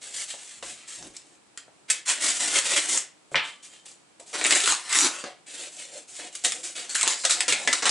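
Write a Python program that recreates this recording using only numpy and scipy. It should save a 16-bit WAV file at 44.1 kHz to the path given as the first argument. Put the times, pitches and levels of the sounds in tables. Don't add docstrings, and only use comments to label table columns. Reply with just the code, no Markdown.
import sys
import numpy as np
from scipy import signal
from scipy.fft import rfft, irfft, next_fast_len
from scipy.io import wavfile
from scipy.ndimage import uniform_filter1d

SR = 44100
rng = np.random.default_rng(int(sys.argv[2]) if len(sys.argv) > 2 else 0)


def wrap_up_sound(samples):
    columns = np.atleast_2d(samples).T
    tamed = np.clip(columns, -1, 1)
    steps = np.round(tamed * 32767).astype(np.int16)
    wavfile.write(sys.argv[1], SR, steps)


N = 348773
TIME = np.arange(N) / SR
TOP_HZ = 11150


def amp(db):
    return 10 ** (np.asarray(db) / 20)


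def unit(x):
    return x / np.sqrt(np.mean(x ** 2) + 1e-20)


def along(points, hz):
    f, values = np.transpose(points)
    return np.interp(np.log(hz + 1), np.log(f + 1), values)


def add(track, s, sound):
    rest = track[..., round(s * SR):]
    rest[..., :sound.shape[-1]] += sound[..., :rest.shape[-1]]


def lowpass(hz, edge_hz, order):
    return 1 / np.sqrt(1 + (hz / edge_hz) ** (2 * order))


def highpass(hz, edge_hz, order):
    return lowpass(edge_hz, hz + 1, order)


def hill(hz, centre_hz, octaves):
    return np.exp(-.5 * (np.log2((hz + 1) / centre_hz) / octaves) ** 2)


def coloured(x, gain, size=2048):
    hz = np.fft.rfftfreq(size, 1 / SR)
    cepstrum = irfft(np.log(np.maximum(gain(hz), 1e-6)))
    cepstrum[1:size // 2] *= 2
    cepstrum[size // 2 + 1:] = 0
    response = irfft(np.exp(rfft(cepstrum)))
    return signal.fftconvolve(x, response / np.linalg.norm(response))[:len(x)]


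# f/Hz, level/dB
BACKGROUND_COLOUR = [(15, -65), (25, -27), (161, -0.5), (237, -2.5), (322, 2), (426, -2), (807, -2.5),
                     (2080, -10), (2240, -7), (3200, -10.5), (4350, -11), (6220, -13.5), (8040, -8),
                     (11200, -21.5), (14600, -51), (22000, -120)]
def room_tone(level_db=-61.5):
    noises = rng.standard_normal((2, N))
    mid, side = (coloured(n, lambda f: amp(along(BACKGROUND_COLOUR, f))) for n in noises)
    return amp(level_db) * np.array([mid + 0.89 * side, mid - 0.95 * side])


# f/Hz, time to fade by 60 dB/s
ECHO_FADE = [(150, 0.15), (400, 0.26), (1000, 0.35), (2800, 0.33), (7300, 0.23), (11000, 0.2)]
# f/Hz, level of side (what differs between the ears) against mid/dB
ECHO_WIDTH = [(60, -30), (250, -18), (1000, -12), (4000, -14), (10000, -12)]
def room(x, wet_db, early_db=-1.5, early_fade_s=0.078):
    hz, _, spectrum = signal.stft(rng.standard_normal((2, SR // 2)), SR, nperseg=256)
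    t = np.linspace(0, .5, spectrum.shape[-1])
    spectrum *= amp(-60 * t / along(ECHO_FADE, hz)[:, None])
    spectrum[1] *= amp(along(ECHO_WIDTH, hz))[:, None]
    tail = signal.istft(spectrum, SR, nperseg=256)[1]
    t = np.arange(tail.shape[1]) / SR
    tail *= 1 - np.exp(-t / 0.0014)
    early = rng.standard_normal(tail.shape) ** 3 * amp(-60 * t / early_fade_s) * (t > .0006)
    early /= np.linalg.norm(early, axis=1, keepdims=True)
    early[1] = coloured(early[1], lambda f: amp(along(ECHO_WIDTH, f)) * lowpass(f, TOP_HZ, order=30))
    early[1] *= amp(-10.5)
    response = amp(wet_db) * tail / np.linalg.norm(tail[0]) + amp(early_db) * early
    response[0, 0] += 1
    mid, side = signal.fftconvolve(x[None], response / np.linalg.norm(response[0]), axes=1)
    return np.array([mid + side, mid - side])


def moving_room(x, wet_db, size=8192):
    out = np.zeros((2, N))
    fade = np.sin(np.pi * np.arange(size) / size)
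    for start in range(-size // 2, N, size // 2):
        piece = x[max(start, 0):start + size]
        if np.abs(piece).max() > 1e-4:
            faded = piece * fade[max(-start, 0):][:len(piece)]
            add(out, max(start, 0) / SR, room(faded, wet_db))
    return out


# peak t/s, level/dB, half-length/s
AIR_PUFFS = [(0.673, -62, 0.075), (1.047, -60, 0.076), (6.52, -67.5, 0.1), (7.303, -63, 0.031),
             (7.516, -56, 0.049), (7.698, -62, 0.052)]
def swaying():
    swell = sum(amp(db) * np.exp(-((TIME - s) / length) ** 2) for s, db, length in AIR_PUFFS)
    low_band = lambda f: lowpass(f, 190, order=3) * highpass(f, 70, order=1)
    mid, side = (coloured(n, low_band) for n in rng.standard_normal((2, N)))
    return swell * np.array([mid + 0.28 * side, mid - 0.17 * side])


# t/s, level/dB, f/Hz
FLIPS = [(2.717, -29.5, 548), (2.75, -33, 578), (2.775, -33, 307), (4.201, -42.5, 697), (4.408, -37, 320),
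         (4.523, -35, 289), (4.56, -29, 714), (4.634, -33, 400), (5.034, -31, 346), (5.056, -30, 292),
         (5.952, -39.5, 589), (7.827, -36, 470)]
def panel_bumps(rise_s=0.0025, fade_s=0.15, blur=.045):
    out, t = np.zeros((2, N)), np.arange(SR // 4) / SR
    loudness = (1 - np.exp(-t / rise_s)) * amp(-60 * t / fade_s)
    for s, db, hz in FLIPS:
        drift = np.cumsum(blur * rng.standard_normal(len(t)))
        tone = amp(db) * loudness * np.sin(2 * np.pi * hz * t + drift)
        tone = coloured(tone, lambda f: highpass(f, 220, order=4))
        add(out, s, room(tone, wet_db=-15.5, early_db=-8))
    return out


def wobble(per_s):
    values = rng.standard_normal(int(N * per_s / SR) + 4)
    return np.interp(TIME * per_s, np.arange(len(values)), values)


def fibres(per_s, spread_db, clump_db, smooth):
    hits = rng.random(N) < per_s / SR
    sizes = amp(spread_db * np.minimum(rng.standard_exponential(N), 3.6)) * rng.choice([-1, 1], N)
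    clumps = amp(clump_db * np.clip(wobble(170), -2, 2))
    sliding = smooth * rng.standard_normal(N)
    return unit((unit(hits * sizes) + sliding) * clumps)


def bending(x, patchy_db):
    spectrum = signal.stft(x, nperseg=512)[2]
    patches = uniform_filter1d(rng.standard_normal(spectrum.shape), size=5, axis=0)
    patches = uniform_filter1d(patches, size=12, axis=1)
    return unit(signal.istft(spectrum * amp(patchy_db * unit(patches)), nperseg=512)[1][:N])


# f/Hz, level/dB
PANEL_COLOUR = [(40, -56), (140, -13.5), (215, -7), (315, 3.5), (425, -4.5), (541, 0), (679, -4.5),
                (729, 4.5), (783, -3.5), (1200, -4.5), (1560, -21), (2640, -120)]
def panel_flex(clicks, times, ring_hz, ring_db, octaves=0.48):
    voice = coloured(clicks, lambda f: amp(along(PANEL_COLOUR, f)))
    hz, t, spectrum = signal.stft(voice, SR, nperseg=1024)
    gain = amp(ring_db * hill(hz[:, None], np.interp(t, times, ring_hz), octaves))
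    gain /= np.sqrt(np.mean(gain[hz < 1200] ** 2, axis=0))
    return unit(signal.istft(spectrum * gain, SR, nperseg=1024)[1][:N])


def strokes(rows, rise_share, release_db_per_s, swell_db):
    power, t = np.zeros((3, N)), np.arange(SR) / SR
    for s, length, db, rasp_db, flex_db in rows:
        rise = 1 - np.exp(-(t / (rise_share * length)) ** 2)
        push_db = swell_db * (np.minimum(t / length, 1) - .5)
        release_db = release_db_per_s * np.maximum(t - length, 0)
        loudness = rise * amp(db + push_db - release_db)
        add(power, s, (amp([[0], [rasp_db], [flex_db]]) * loudness) ** 2)
    return np.sqrt(power)


def friction(gains, clicks, colour, flex, patchy_db):
    clicks = bending(clicks, patchy_db)
    paper = lambda f: amp(along(colour, f))
    hiss = coloured(clicks, lambda f: paper(f) * highpass(f, 4740, 6) * lowpass(f, TOP_HZ, 30))
    rasp = coloured(clicks, lambda f: paper(f) * highpass(f, 1012, 4) * lowpass(f, 4050, 6))
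    return np.sum(gains * [hiss, rasp, flex], axis=0)


# t/s, length/s, hiss level/dB, rasp against hiss/dB, flex against hiss/dB
FINGER_SLIDES = [(0.0, 0.12, -44.5, -4.5, -14.5), (.128, 0.097, -35, -7, -22),
                 (.275, 0.042, -39, -5.5, -18.5), (.33, 0.23, -47, -5.5, -19),
                 (.625, 0.097, -41, -5.5, -13), (.75, 0.11, -56, 1, -14), (.865, 0.099, -42, -5.5, -18.5),
                 (.965, .11, -49.5, -5.5, -2), (1.13, 0.056, -53, -3.5, -15), (1.23, 0.11, -62.5, -6, -4.5),
                 (1.878, 0.061, -44.5, 3, -11), (3.308, 0.052, -53, -7, -24), (3.42, 0.074, -48.5, 3.5, -9),
                 (3.62, 0.043, -47.5, -8, -24), (3.705, 0.068, -56, -2, -13), (3.85, 0.044, -47, -7.5, -16),
                 (4.195, 0.011, -53, -10, 0), (4.255, 0.06, -50.5, -7, -12),
                 (5.458, 0.066, -45.5, -3.5, -13), (5.525, .13, -41.5, -3.5, -10.5),
                 (5.685, 0.17, -48, -8.5, -13.5), (5.775, 0.064, -43.5, -4, -16),
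                 (5.86, 0.12, -55.5, 0, -4.5), (5.91, 0.076, -45.5, -6.5, -8.5),
                 (6.068, 0.091, -46, -10.5, -18), (6.138, 0.058, -44.5, -5.5, -32),
                 (6.18, 0.072, -43.5, -1, -2.5), (6.3, 0.13, -49, -6, -16), (6.435, 0.03, -27, -10.5, -15),
                 (6.47, 0.13, -45.5, -10, -7.5), (6.625, 0.056, -36, -8, -16.5),
                 (6.748, 0.05, -36.5, -1, -12)]
# f/Hz, level/dB
SKIN_COLOUR = [(410, -37.5), (700, -11), (1090, -9.5), (1240, -6.5), (1450, -11.5), (2110, -5), (5210, -4),
               (7820, 4.5), (9740, -4), (11200, -12), (12500, -46)]
# t/s, f/Hz
GRIP_PITCH = [(.35, 720), (.65, 490), (1.05, 310), (4.2, 694), (5.6, 520), (6, 620), (6.8, 530)]
def rubbing():
    clicks = fibres(per_s=2500, spread_db=4.5, clump_db=1.5, smooth=1.27)
    flex = panel_flex(clicks, *np.transpose(GRIP_PITCH), ring_db=7.5, octaves=0.57)
    gains = strokes(FINGER_SLIDES, rise_share=0.16, release_db_per_s=206, swell_db=-1.2)
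    return moving_room(friction(gains, clicks, SKIN_COLOUR, flex, patchy_db=0.36), wet_db=-13)


# t/s, length/s, hiss level/dB, rasp against hiss/dB, flex against hiss/dB
HAND_SQUEEZES = [(6.81, 0.057, -46.5, -5, -6.5), (6.892, 0.013, -33, -9.5, -22),
                 (6.958, 0.049, -31.5, -3, -30), (7.045, 0.067, -27, -4.5, -16.5),
                 (7.16, 0.074, -35.5, -19, -26), (7.236, 0.0091, -29, -1.5, -15),
                 (7.29, 0.13, -36, -6.5, -10.5), (7.52, 0.17, -38, -4, -4.5), (7.70, 0.084, -34, -5, -16),
                 (7.856, 0.021, -26.5, -0.5, -10.5)]
# f/Hz, level/dB
CRACKLE_COLOUR = [(40, -53), (270, -12), (580, -8.5), (1090, -9), (1250, -5.5), (1620, -5), (1910, -3.5),
                  (2600, -4.5), (3970, -4.5), (5930, -8), (7860, -3), (11200, -21), (12500, -49)]
def crumpling():
    clicks = fibres(per_s=1700, spread_db=3.5, clump_db=1.5, smooth=0.48)
    flex = panel_flex(clicks, times=[6.9, 7.9], ring_hz=[600, 520], ring_db=2.5)
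    gains = strokes(HAND_SQUEEZES, rise_share=0.11, release_db_per_s=203, swell_db=1.0)
    return amp(-2) * moving_room(friction(gains, clicks, CRACKLE_COLOUR, flex, patchy_db=3), wet_db=-3)


def snap(db, length, tilt_db, ring_hz, ring_db, wet_db):
    t = np.arange(SR // 16) / SR
    cracks = rng.standard_normal(len(t)) * rng.random(len(t)) ** 4 * np.exp(-t / length)
    cracks[0] += 1.3
    slope_db = lambda f: tilt_db * np.log2(np.clip(f, 300, TOP_HZ) / TOP_HZ)
    colour_db = lambda f: along(CRACKLE_COLOUR, f) + slope_db(f) + ring_db * hill(f, ring_hz, 0.27)
    pop = coloured(cracks, lambda f: amp(colour_db(f)) * lowpass(f, TOP_HZ, order=30))
    pop *= amp(db + 1.5) * np.sqrt(length * SR) / np.linalg.norm(pop)
    return room(pop, wet_db, early_db=-3.5)


# t/s, level/dB, length/s, treble tilt/dB per octave, ring f/Hz
CREASE_POPS = [(0.303, -32, 0.0079, 3.5, 3120), (0.339, -41.5, 0.0045, -6.5, 725),
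               (0.626, -33.5, 0.0078, -2, 614), (0.834, -48, 0.0027, -2, 2120),
               (1.026, -36, 0.0018, -1, 5500), (1.166, -33.5, 0.0034, 5, 5350),
               (1.575, -28.5, 0.0018, 2.5, 430), (1.68, -47, 0.0024, -9, 736),
               (1.901, -15.5, 0.0082, 7, 2000), (4.199, -41.5, 0.0031, 2, 8400),
               (5.24, -26.5, 0.0019, -3.5, 1360), (6.199, -31, 0.00064, -5.5, 1970),
               (6.352, -28.5, 0.004, 3.5, 8800), (6.447, -16, 0.0059, 3.5, 3180),
               (6.521, -17.5, 0.0014, 4.5, 430), (6.9473, -25, .002, 3, 3770),
               (6.9512, -13.5, 0.0007, 3, 8750), (6.9545, -15, .0009, 0.5, 1600),
               (6.959, -13, .0008, 3.5, 9000), (7.0114, -14.5, 0.0015, 4, 1280),
               (7.017, -22, .0009, 2, 7700), (7.0298, -11.5, 0.0017, 3, 7800),
               (7.035, -26.5, 0.004, -3, 990), (7.0713, -19.5, 0.0013, -3.5, 7500),
               (7.077, -10, 0.0012, 4.5, 1070), (7.251, -13, 0.0037, 2.5, 686),
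               (7.296, -21, 0.036, 4.5, 1290), (7.309, -13.5, 0.0011, -0.5, 3930),
               (7.406, -12, 0.0017, 3, 2540), (7.481, -20.5, 0.026, 2, 390),
               (7.524, -15, 0.0056, 0.5, 2380), (7.675, -14, 0.0053, -1.5, 1920),
               (7.729, -13, 0.004, 2.5, 1270), (7.823, -26.5, 0.026, -2.5, 6200),
               (7.855, -20, 0.017, 0, 1080), (7.867, -18, 0.0034, -1.5, 1720),
               (7.894, -10.5, 0.0016, 4.5, 6000)]
# t/s, level/dB, length/s, treble tilt/dB per octave, ring f/Hz
SEAL_BREAKS = [(2.587, -17, 0.0025, 3, 6700), (2.975, -17, 0.0033, 2.5, 6700),
               (4.354, -24, 0.001, -2, 1520), (4.413, -19, .002, -2, 2200), (4.441, -15, 0.0015, 0, 7550),
               (4.449, -14.5, 0.0017, 0, 2100), (4.4568, -14, .0016, -1.5, 2410),
               (4.465, -16, 0.003, 1, 8800), (4.497, -26, .003, 3, 8000), (4.5077, -11.5, 0.0025, 4, 1930),
               (4.5146, -18, 0.0016, 2, 2300), (4.523, -14, 0.0047, .5, 2650), (4.551, -17, .005, 4, 7400),
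               (4.558, -18, 0.002, -0.5, 2080), (4.603, -21, .002, 4, 4600),
               (4.638, -20.5, 0.0044, 4, 3320), (4.658, -20, 0.0063, 4, 2820),
               (4.676, -12, 0.0015, 1, 1200), (4.723, -14.5, 0.0011, -2, 1130),
               (4.927, -18.5, 0.0036, 4, 1620), (4.955, -19, 0.0025, .5, 1950),
               (4.988, -10.5, 0.0018, 1.5, 6800), (5.008, -10.5, .001, -0.5, 7500),
               (5.048, -25, 0.0011, -4.5, 8000), (5.068, -15, 0.00072, -1, 7500)]
def paper_snaps():
    out = np.zeros((2, N))
    for s, db, length, tilt_db, hz in CREASE_POPS:
        add(out, s, snap(db, length, tilt_db, hz, ring_db=8, wet_db=-3))
    for s, db, length, tilt_db, hz in SEAL_BREAKS:
        add(out, s, snap(db, length, tilt_db, hz, ring_db=10.5, wet_db=-3.5))
    return out


# t/s, level/dB, knock's treble edge f/Hz, ring boost/dB, thud boost/dB
KNIFE_HITS = [(3.317, -34.5, 450, -8, 21), (3.3446, -14, 1160, -17, 9), (3.3561, -11, 5570, -20, -11),
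              (3.358, -16.5, 5700, -10, -7), (3.376, -19, 5000, -8, -3)]
# f/Hz, level/dB
KNOCK_COLOUR = [(40, -54), (222, -16), (382, -8), (791, -4.5), (1360, -1), (2230, 9), (3600, 1.5),
                (5400, -3), (6500, -14), (8900, -10), (11000, -38), (14300, -92)]
# f/Hz, level/dB, time to fade by 60 dB/s
KNIFE_NOTES = [(1170, -15, .55), (1800, -14, .36), (2078, -13, .3), (2579, -16, .28), (2740, -15, .2),
               (2945, -17, .33), (3050, -21.5, 1.25), (3125, -23, 1.2), (3375, -12, .22), (3618, -17, .36),
               (4027, -17, .35)]
# f/Hz, level/dB, time to fade by 60 dB/s
TABLE_NOTES = [(144, -39, 0.21), (287, -38, 0.16)]
def knife_drop(knock_fade_s=.016, rattle=.025):
    out, t = np.zeros(N), np.arange(SR) / SR
    thud = sum(amp(db - 60 * t / fade_s) * np.sin(2 * np.pi * hz * t) for hz, db, fade_s in TABLE_NOTES)
    for s, db, edge_hz, ring_db, thud_db in KNIFE_HITS:
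        blow = rng.standard_normal(len(t)) * amp(-60 * t / knock_fade_s)
        blow[0] += 5
        knock = coloured(blow, lambda f: amp(along(KNOCK_COLOUR, f)) * lowpass(f, edge_hz, order=3))
        knock *= 11 / np.linalg.norm(knock)
        ring = np.zeros(len(t))
        for hz, note_db, fade_s in KNIFE_NOTES:
            drift = np.cumsum(rattle * rng.standard_normal(len(t)))
            ring += amp(note_db - 60 * t / fade_s) * np.sin(2 * np.pi * hz * t + drift)
        add(out, s, amp(db) * (knock + amp(thud_db) * thud + amp(ring_db - 4) * ring))
    return room(out, wet_db=0.5)[:, :N]


# t/s, length/s, hiss level/dB, rasp against hiss/dB, flex against hiss/dB
BLADE_PULLS = [(2.05, 0.055, -31.5, -5.5, -31), (2.068, 0.049, -24.5, -4, -19.5),
               (2.13, 0.13, -37.5, -3, -12.5), (2.19, 0.12, -24.5, -5.5, -19.5),
               (2.33, 0.048, -31, -8.5, -19), (2.385, 0.064, -26, -5.5, -16.5),
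               (2.45, 0.078, -29.5, -4.5, -14.5), (2.53, 0.052, -23, -2.5, -15),
               (2.62, 0.12, -25.5, -3.5, -15), (2.757, 0.02, -20.5, -4.5, -18.5),
               (2.8, 0.097, -32, -6, -14), (2.868, 0.1, -24, -9.5, -18.5)]
# f/Hz, level/dB
BLADE_COLOUR = [(410, -20), (700, -13), (883, -9), (1310, -7.5), (1700, -8.5), (2020, -1.5), (2200, -6.5),
                (2500, -7), (3100, -5.5), (4800, -8), (7640, -0.5), (8680, -3), (11200, -15)]
# t/s, f/Hz
SLIT_PITCH = [(2.1, 400), (2.3, 644), (2.45, 736), (2.58, 430), (2.73, 580), (2.8, 597), (2.95, 535)]
def cutting():
    clicks = fibres(per_s=1700, spread_db=1.0, clump_db=1.65, smooth=0.54)
    flex = panel_flex(clicks, *np.transpose(SLIT_PITCH), ring_db=4.5, octaves=0.35)
    gains = strokes(BLADE_PULLS, rise_share=0.21, release_db_per_s=343, swell_db=1.0)
    return amp(-1.3) * moving_room(friction(gains, clicks, BLADE_COLOUR, flex, patchy_db=0.5), wet_db=-5)


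# t/s, length/s, hiss level/dB, rasp against hiss/dB, flex against hiss/dB
FLAP_TUGS = [(4.326, 0.029, -35, 0, -10.5), (4.36, 0.086, -35.5, -3, -11), (4.44, 0.13, -27.5, -6.5, -15.5),
             (4.55, 0.073, -30, -5, -17), (4.625, 0.04, -30, -5, -19), (4.672, 0.047, -25.5, -3, -17),
             (4.74, 0.14, -44, -2, -12), (4.878, 0.099, -28.5, -2.5, -22),
             (4.908, 0.11, -24.5, -9.5, -21.5), (5.015, 0.041, -23.5, -6.5, -14),
             (5.09, 0.11, -42.5, -1, -12), (5.225, 0.054, -53, 6.5, 6)]
# f/Hz, level/dB
RIP_COLOUR = [(410, -14), (740, -11), (957, -6.5), (2180, -7), (5150, -4.5), (7730, 2.5), (10600, -9),
              (11200, -16)]
# t/s, f/Hz
FLAP_PITCH = [(4.35, 494), (4.52, 320), (4.62, 736), (4.72, 990), (4.85, 1160), (4.95, 327), (5.06, 291),
              (5.25, 576)]
def tearing():
    clicks = fibres(per_s=1800, spread_db=3.0, clump_db=0.5, smooth=0.55)
    flex = panel_flex(clicks, *np.transpose(FLAP_PITCH), ring_db=9)
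    gains = strokes(FLAP_TUGS, rise_share=0.2, release_db_per_s=324, swell_db=3.5)
    return moving_room(friction(gains, clicks, RIP_COLOUR, flex, patchy_db=3), wet_db=-3)


def scene():
    paper = rubbing() + cutting() + tearing() + crumpling() + paper_snaps() + panel_bumps() + swaying()
    return paper * amp([[.25], [-.25]]) + knife_drop() + room_tone()


def record(dry, ceiling=.8):
    rounded = dry / (1 + np.abs(dry / ceiling) ** 8) ** (1 / 8)
    size = next_fast_len(N + SR // 4)
    treble_cut = lowpass(np.fft.rfftfreq(size, 1 / SR), TOP_HZ, order=130)
    return irfft(rfft(rounded, size) * treble_cut, size)[:, :N]


dry = scene()
out = record(dry)
wrap_up_sound(out)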